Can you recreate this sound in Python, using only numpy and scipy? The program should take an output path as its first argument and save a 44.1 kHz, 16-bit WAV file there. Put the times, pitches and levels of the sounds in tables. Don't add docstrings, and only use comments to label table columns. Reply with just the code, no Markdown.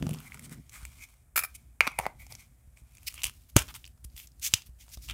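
import sys
import numpy as np
from scipy import signal
from scipy.fft import rfft, irfft, next_fast_len
from scipy.io import wavfile
from scipy.ndimage import map_coordinates

SR = 44100
rng = np.random.default_rng(int(sys.argv[2]) if len(sys.argv) > 2 else 0)


def wrap_up_sound(samples):
    columns = np.atleast_2d(samples).T
    tamed = np.clip(columns, -1, 1)
    steps = np.round(tamed * 32767).astype(np.int16)
    wavfile.write(sys.argv[1], SR, steps)


N = 226301


def amp(db):
    return 10 ** (np.asarray(db) / 20)


def unit(x):
    return x / np.sqrt(np.mean(x ** 2) + 1e-20)


def along(points, hz):
    point_hz, value = np.transpose(points)
    return np.interp(np.log(hz + 1), np.log(point_hz + 1), value)


def curves(rows):
    time_s, *columns = np.transpose(rows)
    return [np.interp(np.arange(N) / SR, time_s, column) for column in columns]


def wobble(knots_per_s):
    knots = rng.standard_normal(int(N * knots_per_s / SR) + 4)
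    return map_coordinates(knots, [np.arange(N) * knots_per_s / SR])


def filtered(x, response):
    size = next_fast_len(len(x) + 4096)
    return irfft(rfft(x, size) * response(np.fft.rfftfreq(size, 1 / SR)), size)[:len(x)]


def mode(hz, width_hz):
    return lambda f: 1j * f * width_hz / (hz * hz - f * f + 1j * f * width_hz)


def noise(spectrum):
    return unit(filtered(rng.standard_normal(N), lambda hz: amp(along(spectrum, hz))))


def decay(t, t60_s, attack_s):
    return amp(-60 * t / t60_s) * (1 - np.exp(-t / attack_s))


def ring(t, hz, t60_s, attack_s):
    return np.sin(2 * np.pi * hz * t) * decay(t, t60_s, attack_s)


def add(track, start_s, sound):
    spot = track[max(round(start_s * SR), 0):][:len(sound)]
    spot += sound[:len(spot)]


# time_s, level_db
RUMBLE_LEVEL = [(0, -43), (.2, -54.5), (1.0, -50), (1.13, -61), (1.39, -54.5), (2.34, -50), (2.8, -57),
                (3.31, -49), (3.52, -56.5), (3.6, -39), (3.79, -52.5), (4.87, -55), (5.13, -41)]
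# pitch_hz, relative level_db (per Hz)
RUMBLE_SPECTRUM = [(12, -51), (20, -30.5), (39, -7), (60, 1.5), (91, -11.5), (123, -13.5), (193, -27.5),
                   (230, -25), (400, -39.5), (520, -72), (880, -120)]
# pitch_hz, relative level_db (per Hz)
HISS_SPECTRUM = [(150, -35), (250, -10.5), (702, -4), (961, -12), (1740, -10.5), (2270, -17.5),
                 (3960, -31.5), (8410, -10), (12600, -15.5), (14200, -14.5), (16400, -25)]
HISS_DB = -74


def background():
    uneven = unit(amp(1.5 * wobble(25)) * noise(RUMBLE_SPECTRUM))
    rumble = amp(curves(RUMBLE_LEVEL)[0]) * uneven
    return rumble + amp(HISS_DB + 0.54 * wobble(32)) * noise(HISS_SPECTRUM)


# pitch_hz, t60_s
ROOM_DECAY = [(300, 0.24), (2300, 0.21), (8000, 0.15), (15000, 0.16)]


def room(x):
    out, step = np.zeros(N), SR // 8
    for i in range(0, N, step):
        hz, t, bins = signal.stft(rng.standard_normal(SR // 3), SR, nperseg=256)
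        fade = amp(-60 * t / along(ROOM_DECAY, hz)[:, None])
        tail = signal.istft(bins * fade, SR, nperseg=256)[1]
        tail = tail / np.linalg.norm(tail)
        add(out, i / SR + 0.0041, signal.fftconvolve(x[i:i + step], tail))
    return out


# start_s, level_db
BUMPS = [(0.828, -32.5), (2.675, -38), (2.819, -37), (3.251, -36.5), (4.048, -30.5), (4.142, -35.5),
         (4.691, -35), (4.972, -31)]
STAND_HZ, STAND_T60_S = 59.2, 0.14


def stand_bumps():
    out, t = np.zeros(N), np.arange(SR // 4) / SR
    for start_s, level_db in BUMPS:
        add(out, start_s, -amp(level_db) * ring(t, STAND_HZ, STAND_T60_S, 0.0008))
    return out


# start_s, level_db, pitch_hz
THUMPS = [(0.012, -25.5, 195), (.026, -16, 180), (0.068, -16.5, 162), (.113, -21.5, 175),
          (.519, -32.5, 201), (1.876, -25.5, 261.1), (1.992, -29, 139), (2.063, -28, 178),
          (3.562, -3, 110.7), (3.5633, -9, 322), (4.537, -21, 97)]
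THUMP_T60_CYCLES = 4.5


def thumps():
    out, t = np.zeros(N), np.arange(SR // 4) / SR
    for start_s, level_db, hz in THUMPS:
        add(out, start_s, -amp(level_db) * ring(t, hz, THUMP_T60_CYCLES / hz, 0.00052))
    return out


# time_s, level_db
DRAG_LEVEL = [(0.0, -33), (0.074, -33), (0.298, -58), (0.59, -44), (0.72, -102)]
# pitch_hz, relative level_db (per Hz)
MAT_SPECTRUM = [(47, -51), (80, -18), (151, 4), (188, -12), (227, -4.5), (321, -18.5), (700, -35),
                (910, -68), (1540, -120)]


def mat_drag():
    dragging = np.arange(N) < DRAG_LEVEL[-1][0] * SR
    bristles = unit(amp(3 * wobble(40)) * noise(MAT_SPECTRUM))
    return amp(curves(DRAG_LEVEL)[0]) * dragging * bristles


# time_s, pitch_hz, nominal width_hz
CAP_AIR = [(0, 2823, 704), (.21, 2820, 693), (0.234, 2200, 299), (.55, 2146, 352.7), (.86, 2300, 259.4),
           (1.95, 2330, 259.2), (2.06, 2067, 303), (2.2, 2220, 301.4), (2.901, 2353, 297.8),
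           (3.15, 2647, 701), (3.3, 2941, 804.4), (5.13, 2838, 958)]


def cap_air(hz, width_hz):
    flutter = np.cumsum(width_hz) / SR * 0.9
    knots = rng.standard_normal((2, N // 20))
    cos_part, sin_part = (map_coordinates(k, [flutter]) for k in knots)
    phase = 2 * np.pi * np.cumsum(hz) / SR
    return unit(cos_part * np.cos(phase) + sin_part * np.sin(phase))


def swell(u, peak_place):
    peak_place = np.clip(peak_place, 0.02, 0.98)
    return np.sin(np.interp(u, [0, peak_place, 1], [0, np.pi / 2, np.pi])) ** 1.9


# time_s, hiss_db
SLIDE_LEVEL = [(0, -61), (.19, -59.5), (.52, -64.5), (.66, -75), (.75, -60.5), (.94, -62.5), (1.11, -67),
               (1.34, -87), (1.4, -65), (1.6, -71.5), (1.79, -82), (2.03, -63.5), (2.15, -74.5),
               (2.42, -63), (2.5, -77), (2.8, -78.5), (3.0, -63), (3.17, -56), (3.32, -63.5), (3.53, -73.5),
               (3.64, -58), (3.86, -65.5), (3.96, -80.5), (4.2, -66), (4.35, -77.5), (4.52, -53.5),
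               (4.75, -79), (4.9, -61.5), (5.13, -72)]
# start_s, length_s, peak_place (0-1), hiss_db, hiss_hz, hollow_db, wall_db
SWIPES = [(.246, 0.039, 0.96, -59, 8460, -51.5, -67), (.409, 0.059, 0.8, -51.5, 8700, -65, -80),
          (.498, 0.06, 0.43, -54, 9100, -65, -56), (.708, 0.1, 0.52, -54, 7970, -58, -56.5),
          (.783, 0.074, 0.46, -62, 9000, -72, -57), (.98, 0.078, 0.75, -53.5, 6250, -50, -66.5),
          (1.54, 0.031, 0.52, -46, 9800, -57.5, -79), (1.98, 0.021, 0.63, -56, 7600, -33.5, -41),
          (2.187, 0.088, 0.17, -58, 13400, -57, -68), (2.29, 0.067, 0.21, -55.5, 13000, -60, -64),
          (2.375, 0.086, 0.32, -63, 6000, -63, -84), (2.756, 0.072, 0.33, -65, 7900, -71, -72.5),
          (3.062, .028, 0.72, -31, 4894, -40, -73), (3.095, 0.04, 0.4, -58, 9000, -59, -77),
          (3.15, 0.084, 0.4, -88, 6000, -53, -63), (3.484, .03, 0.5, -59, 11970, -81, -80),
          (3.674, 0.051, 0.43, -59, 4440, -54.5, -52), (3.742, 0.036, 0.33, -44.5, 8680, -50, -52.5),
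          (4.041, .014, 0.32, -44.5, 10100, -69, -73), (4.15, .13, 0.32, -50.5, 12800, -59.5, -73),
          (4.408, 0.085, 0.71, -29.5, 6510, -40.5, -65), (4.653, 0.035, 0.37, -59.5, 11500, -74.5, -78),
          (4.781, 0.068, 0.54, -56, 6330, -62.5, -78.5), (4.909, 0.05, .65, -46, 5770, -64, -80),
          (5.009, 0.13, 0.26, -51.5, 5460, -73, -81.5), (5.076, .064, 0.5, -54.5, 7960, -43, -52)]
# start_s, length_s, hiss_db, hollow_db, wall_db
AFTER_RATTLE = [(1.815, 0.1, -53, -36, -42), (1.878, 0.14, -73, -50.5, -59),
                (2.005, 0.081, -57, -52, -44.5), (3.257, 0.042, -41.5, -40.5, -51.5),
                (3.557, 0.095, -35.5, -39, -38), (4.556, 0.063, -54.5, -60.5, -60.5)]
AFTER_RATTLE_PEAK_PLACE, AFTER_RATTLE_HZ = 0.09, 6000
# pitch_hz, relative level_db (per Hz)
LOOSE_SKIN = [(1500, -28.5), (2600, -11.5), (3150, -6.5), (4200, -10.5), (5800, -8.5), (8700, -7),
              (10500, -9), (14000, -9.5), (16400, -17.5)]
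# pitch_hz, relative level_db (per Hz)
SHUT_SKIN = [(710, -58.5), (1200, -20), (2210, -4.5), (3010, -5.5), (4760, -2), (5790, -2), (8670, -2.5),
             (10000, -3), (14500, -2), (16400, -8)]
# time_s, pitch_hz
WALL_PITCH = [(0, 586), (.135, 630), (.16, 1444), (1.7, 1154), (1.87, 1150), (1.99, 890), (2.01, 760),
              (2.8, 850), (3.1, 1230), (3.5, 1200), (3.562, 550), (3.59, 1398), (3.75, 1200), (4.2, 1150),
              (4.8, 1100), (4.97, 600), (5.07, 1302)]
HOLLOW_LOOSE_DB, HOLLOW_SHUT_DB = -7, -15.5
WALL_LOOSE_DB, WALL_SHUT_DB = -9.5, -16.5
ON_MAT_DB, LIFT_S = 6.5, 0.59


def fingers():
    time_s = np.arange(N) / SR
    hiss, wall_hz = amp(curves(SLIDE_LEVEL)[0]), curves(WALL_PITCH)[0]
    cap_hz, cap_width_hz = curves(CAP_AIR)
    shut = np.clip((time_s - 2.9) / 0.2, 0, 1)
    hollow = hiss * amp(HOLLOW_LOOSE_DB + (HOLLOW_SHUT_DB - HOLLOW_LOOSE_DB) * shut)
    wall_level = hiss * amp(WALL_LOOSE_DB + (WALL_SHUT_DB - WALL_LOOSE_DB) * shut)
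    wall_level = wall_level * amp(ON_MAT_DB * (np.arange(N) < LIFT_S * SR))

    grain = amp(1.5 * wobble(300) + 1.2 * wobble(40))

    def slips():
        return grain * amp(2.5 * wobble(120)) * rng.standard_normal(N)

    skin_noise = (1 - shut) * noise(LOOSE_SKIN) + shut * noise(SHUT_SKIN)
    skin = unit(grain * amp(1.1 * wobble(900)) * skin_noise)
    knocks = unit(slips())
    wall_noise = unit(filtered(slips(), lambda f: mode(1150, 1200)(f) ** 2))
    out = hiss * skin + wall_level * wall_noise

    rattles = [(start_s, length_s, AFTER_RATTLE_PEAK_PLACE, hiss_db, AFTER_RATTLE_HZ, hollow_db, wall_db)
               for start_s, length_s, hiss_db, hollow_db, wall_db in AFTER_RATTLE]
    for start_s, length_s, peak_place, hiss_db, hiss_hz, hollow_db, wall_db in [*SWIPES, *rattles]:
        tube_hz = wall_hz[round((start_s + length_s / 2) * SR)]
        u = np.linspace(0, 1, round(length_s * SR))
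        shape = swell(u, peak_place)
        span = slice(round(start_s * SR), round(start_s * SR) + len(u))
        rub = filtered(skin[span], lambda f: 1 + 1.3 * mode(hiss_hz, 0.22 * hiss_hz)(f))
        wall = filtered(knocks[span], lambda f: mode(tube_hz, 0.9 * tube_hz)(f) ** 2)
        contact = amp(hiss_db) * unit(rub) + amp(wall_db) * unit(wall)
        add(out, start_s, shape[:len(rub)] * contact)
        add(hollow, start_s, amp(hollow_db) * shape)
    return out + hollow * unit(grain) * cap_air(cap_hz, 2.2 * cap_width_hz)


# start_s, rattle_db, body_db (tube and cap drive)
CHINKS = [(1.3587, -26.5, 3.5), (1.363, -21, -1.5), (1.3744, -20, 5), (1.3786, -25.5, 0), (1.39, -23, 0),
          (1.399, -37, -12), (1.4115, -42, -13.5), (1.4222, -41.5, -10), (1.4353, -29, -1.5),
          (1.4458, -33, -9)]
# pitch_hz, width_hz, relative level_db
COIN_MODES = [(5300, 300, -10), (7400, 300, -12), (8100, 300, -13), (10650, 260, 0), (12850, 350, -2),
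              (13500, 450, -4), (14600, 400, -8)]
COIN_RING_DB, COIN_RING_HZ = -5, 45
RATTLE_T60_S = 0.038


def coin_metal(f):
    modes = 0
    for hz, width_hz, level_db in COIN_MODES:
        narrow = amp(COIN_RING_DB) * mode(hz, COIN_RING_HZ)(f)
        modes = modes + amp(level_db) * (mode(hz, width_hz)(f) + narrow)
    return 0.96 * f * f / (f + 3500 / 1j) ** 2 + 4 * modes


def coin_body(f):
    return 0.57 * mode(1300, 170)(f) - mode(2390, 180)(f) + 0.089 * mode(1200, 1800)(f)


def coins():
    rattle, knocks, t = np.zeros(N), np.zeros(N), np.arange(SR // 10) / SR
    fade = decay(t, RATTLE_T60_S, 0.001)
    for start_s, rattle_db, body_db in CHINKS:
        add(rattle, start_s, amp(rattle_db) * fade * rng.standard_normal(len(t)))
        add(knocks, start_s, amp(body_db) * fade ** 2 * rng.standard_normal(len(t)))
    return filtered(rattle, coin_metal) + filtered(knocks, coin_body)


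TICKS_PER_S = 14
TICK_DB, TICK_SPREAD_DB = 9, 3.5
TICK_CAP_DB, TICK_TUBE_DB = 0.5, -11


def ticks():
    chance = rng.random((round(TICKS_PER_S * N / SR), 3))
    travel = np.cumsum(amp(curves(SLIDE_LEVEL)[0]))
    start_s = np.interp(chance[:, 0], travel / travel[-1], np.arange(N) / SR) * 0.998
    slide_db = np.interp(start_s, *np.transpose(SLIDE_LEVEL))
    crack_db = slide_db + TICK_DB - TICK_SPREAD_DB * np.log(chance[:, 1] + 0.0089)
    crack_hz = 4000 + 7000 * chance[:, 2]
    return np.transpose([start_s, crack_db, crack_db + TICK_CAP_DB, crack_db + TICK_TUBE_DB, crack_hz])


# start_s, crack_db, cap_db (hollow ring), tube_db (knock), crack_hz
CLICKS = [(.0247, -44, -23, -22, 3420), (.0665, -39, -46, -26.5, 5630), (.0915, -30, -27, -31, 9900),
          (.1084, -34.5, -28.5, -58, 9690), (.1326, -36, -28, -39, 12600),
          (.1382, -33.5, -29.5, -57, 11400), (.1454, -38, -30, -38.5, 5460), (.186, -40.5, -37, -60, 5570),
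          (.2024, -39, -33.5, -43, 11700), (.3202, -47.5, -27, -63.5, 8500),
          (.3434, -37, -31.5, -39.5, 8500), (.3725, -49, -42, -40.5, 5650), (.3934, -36, -35, -44, 8600),
          (.4943, -40, -45, -62, 8700), (.5255, -37.5, -39, -59, 8500), (.6943, -39, -61, -71, 6320),
          (.8512, -29, -29.5, -40, 8100), (1.1391, -53, -63, -58, 7650), (1.8063, -39, 2, -5, 4100),
          (1.813, -34, -10.5, -29, 4437), (1.8685, -52, -18, -17.5, 3528), (1.874, -26, -11, -12.5, 3300),
          (1.9164, -44, -36, -41, 9140), (1.9879, -19, -15.5, -14, 9000), (1.9975, -39, -35.5, -19.5, 8040),
          (2.0546, -50, -23.5, -27, 3620), (2.0642, -41, -17, -14.5, 7400),
          (2.2656, -41.5, -42, -47.5, 6000), (2.3221, -32.5, -40, -36, 4710),
          (2.3508, -31.5, -38.5, -46, 5760), (2.7721, -52.5, -41, -61, 7760), (2.9507, -44, -48, -73, 9600),
          (2.9701, -42, -43.5, -75, 6440), (2.9818, -45, -39.5, -68, 7730), (3.178, -62, -24.5, -44, 3500),
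          (3.192, -53, -25.5, -50, 4090), (3.2181, -34, -22.5, -48, 4170), (3.2337, -19, -14.5, -31, 7910),
          (3.241, -14, -5, -34.5, 9400), (3.2526, -22, -15, -43, 9450), (3.267, -21, -19.5, -48, 9400),
          (3.2954, -35.5, -25, -39, 9700), (3.5645, -2.5, -0.5, -3, 6960),
          (3.5897, -15.5, -13, -36.5, 8030), (3.5997, -36, -24, -40, 7060),
          (3.6194, -29.5, -19.5, -29.5, 7930), (3.686, -39, -27, -53, 4060),
          (3.7408, -35, -41.5, -36, 5030), (3.8422, -41.5, -24.5, -67, 3735), (3.8524, -38, -30, -60, 5380),
          (3.8626, -41.5, -47, -66, 5320), (3.8755, -43, -32.5, -70, 8620), (3.9755, -70.5, -65, -57, 4000),
          (4.0457, -34.5, -52, -57, 9900), (4.1643, -37.5, -30, -70, 8550), (4.1772, -34, -26.5, -75, 3570),
          (4.1994, -38, -25, -65, 6340), (4.2715, -38.5, -60, -61, 6800), (4.3174, -51, -67.5, -69, 5400),
          (4.3958, -40, -69, -66.5, 8790), (4.5377, -4.5, 4, -38.5, 5840), (4.6195, -39, -32, -53, 3503),
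          (4.8804, -53, -42, -48.5, 3560), (4.8909, -46, -50, -62, 7510), (4.9718, -44, -52.5, -41.5, 3900),
          (5.0867, -33, -23, -42, 3640), (5.0975, -27, -14.5, -37.5, 3720), (5.1094, -32, -18, -41, 3630)]


def clicks():
    out, t = np.zeros(N), np.arange(SR // 10) / SR
    cap_hz, cap_width_hz = curves(CAP_AIR)
    wall_hz, = curves(WALL_PITCH)
    for start_s, crack_db, cap_db, tube_db, crack_hz in [*CLICKS, *ticks()]:
        i = round(start_s * SR)
        tube_hz = wall_hz[i]
        burst_t60_s = 0.015 + 0.0052 * amp(crack_db) ** 0.5
        burst = rng.standard_normal(len(t)) * decay(t, burst_t60_s, 0.0001)

        def crack_response(f):
            thin = f * f / (f + 3000 / 1j) ** 2
            peak = 0.5 + mode(crack_hz, 0.26 * crack_hz)(f)
            return thin * peak / (1 + 1j * f / 1.5 / crack_hz) ** 2

        crack = filtered(burst, crack_response)
        life_s = 2.95 / cap_width_hz[i]
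        cap = ring(t, cap_hz[i], 0.81 * life_s, 0.00029)
        cap = cap + 0.081 * ring(t, 1.2 * cap_hz[i], 4 * life_s, 0.0065)
        chatter = filtered(burst, mode(tube_hz, 0.66 * tube_hz))
        tube = 0.95 * ring(t, tube_hz, 0.01, 0.0006) + 0.63 * chatter / abs(chatter).max()
        crack = amp(crack_db) * crack / abs(crack).max()
        add(out, start_s + 0.0005, crack + amp(cap_db) * cap + amp(tube_db) * tube)
    return out


def scene():
    near = clicks() + coins() + fingers()
    low = thumps() + stand_bumps() + mat_drag()
    return (near + amp(-17.0) * room(near) + low + background())[None]


TOP_HZ, EDGE_HZ = 16500, 900


def record(dry):
    def response(hz):
        bass = (hz / (hz + 38 / 1j)) ** 2
        return bass * np.clip((TOP_HZ - hz) / EDGE_HZ, 0, 1) ** 2

    return filtered(dry[0], response)[None]


dry = scene()
out = record(dry)
wrap_up_sound(out)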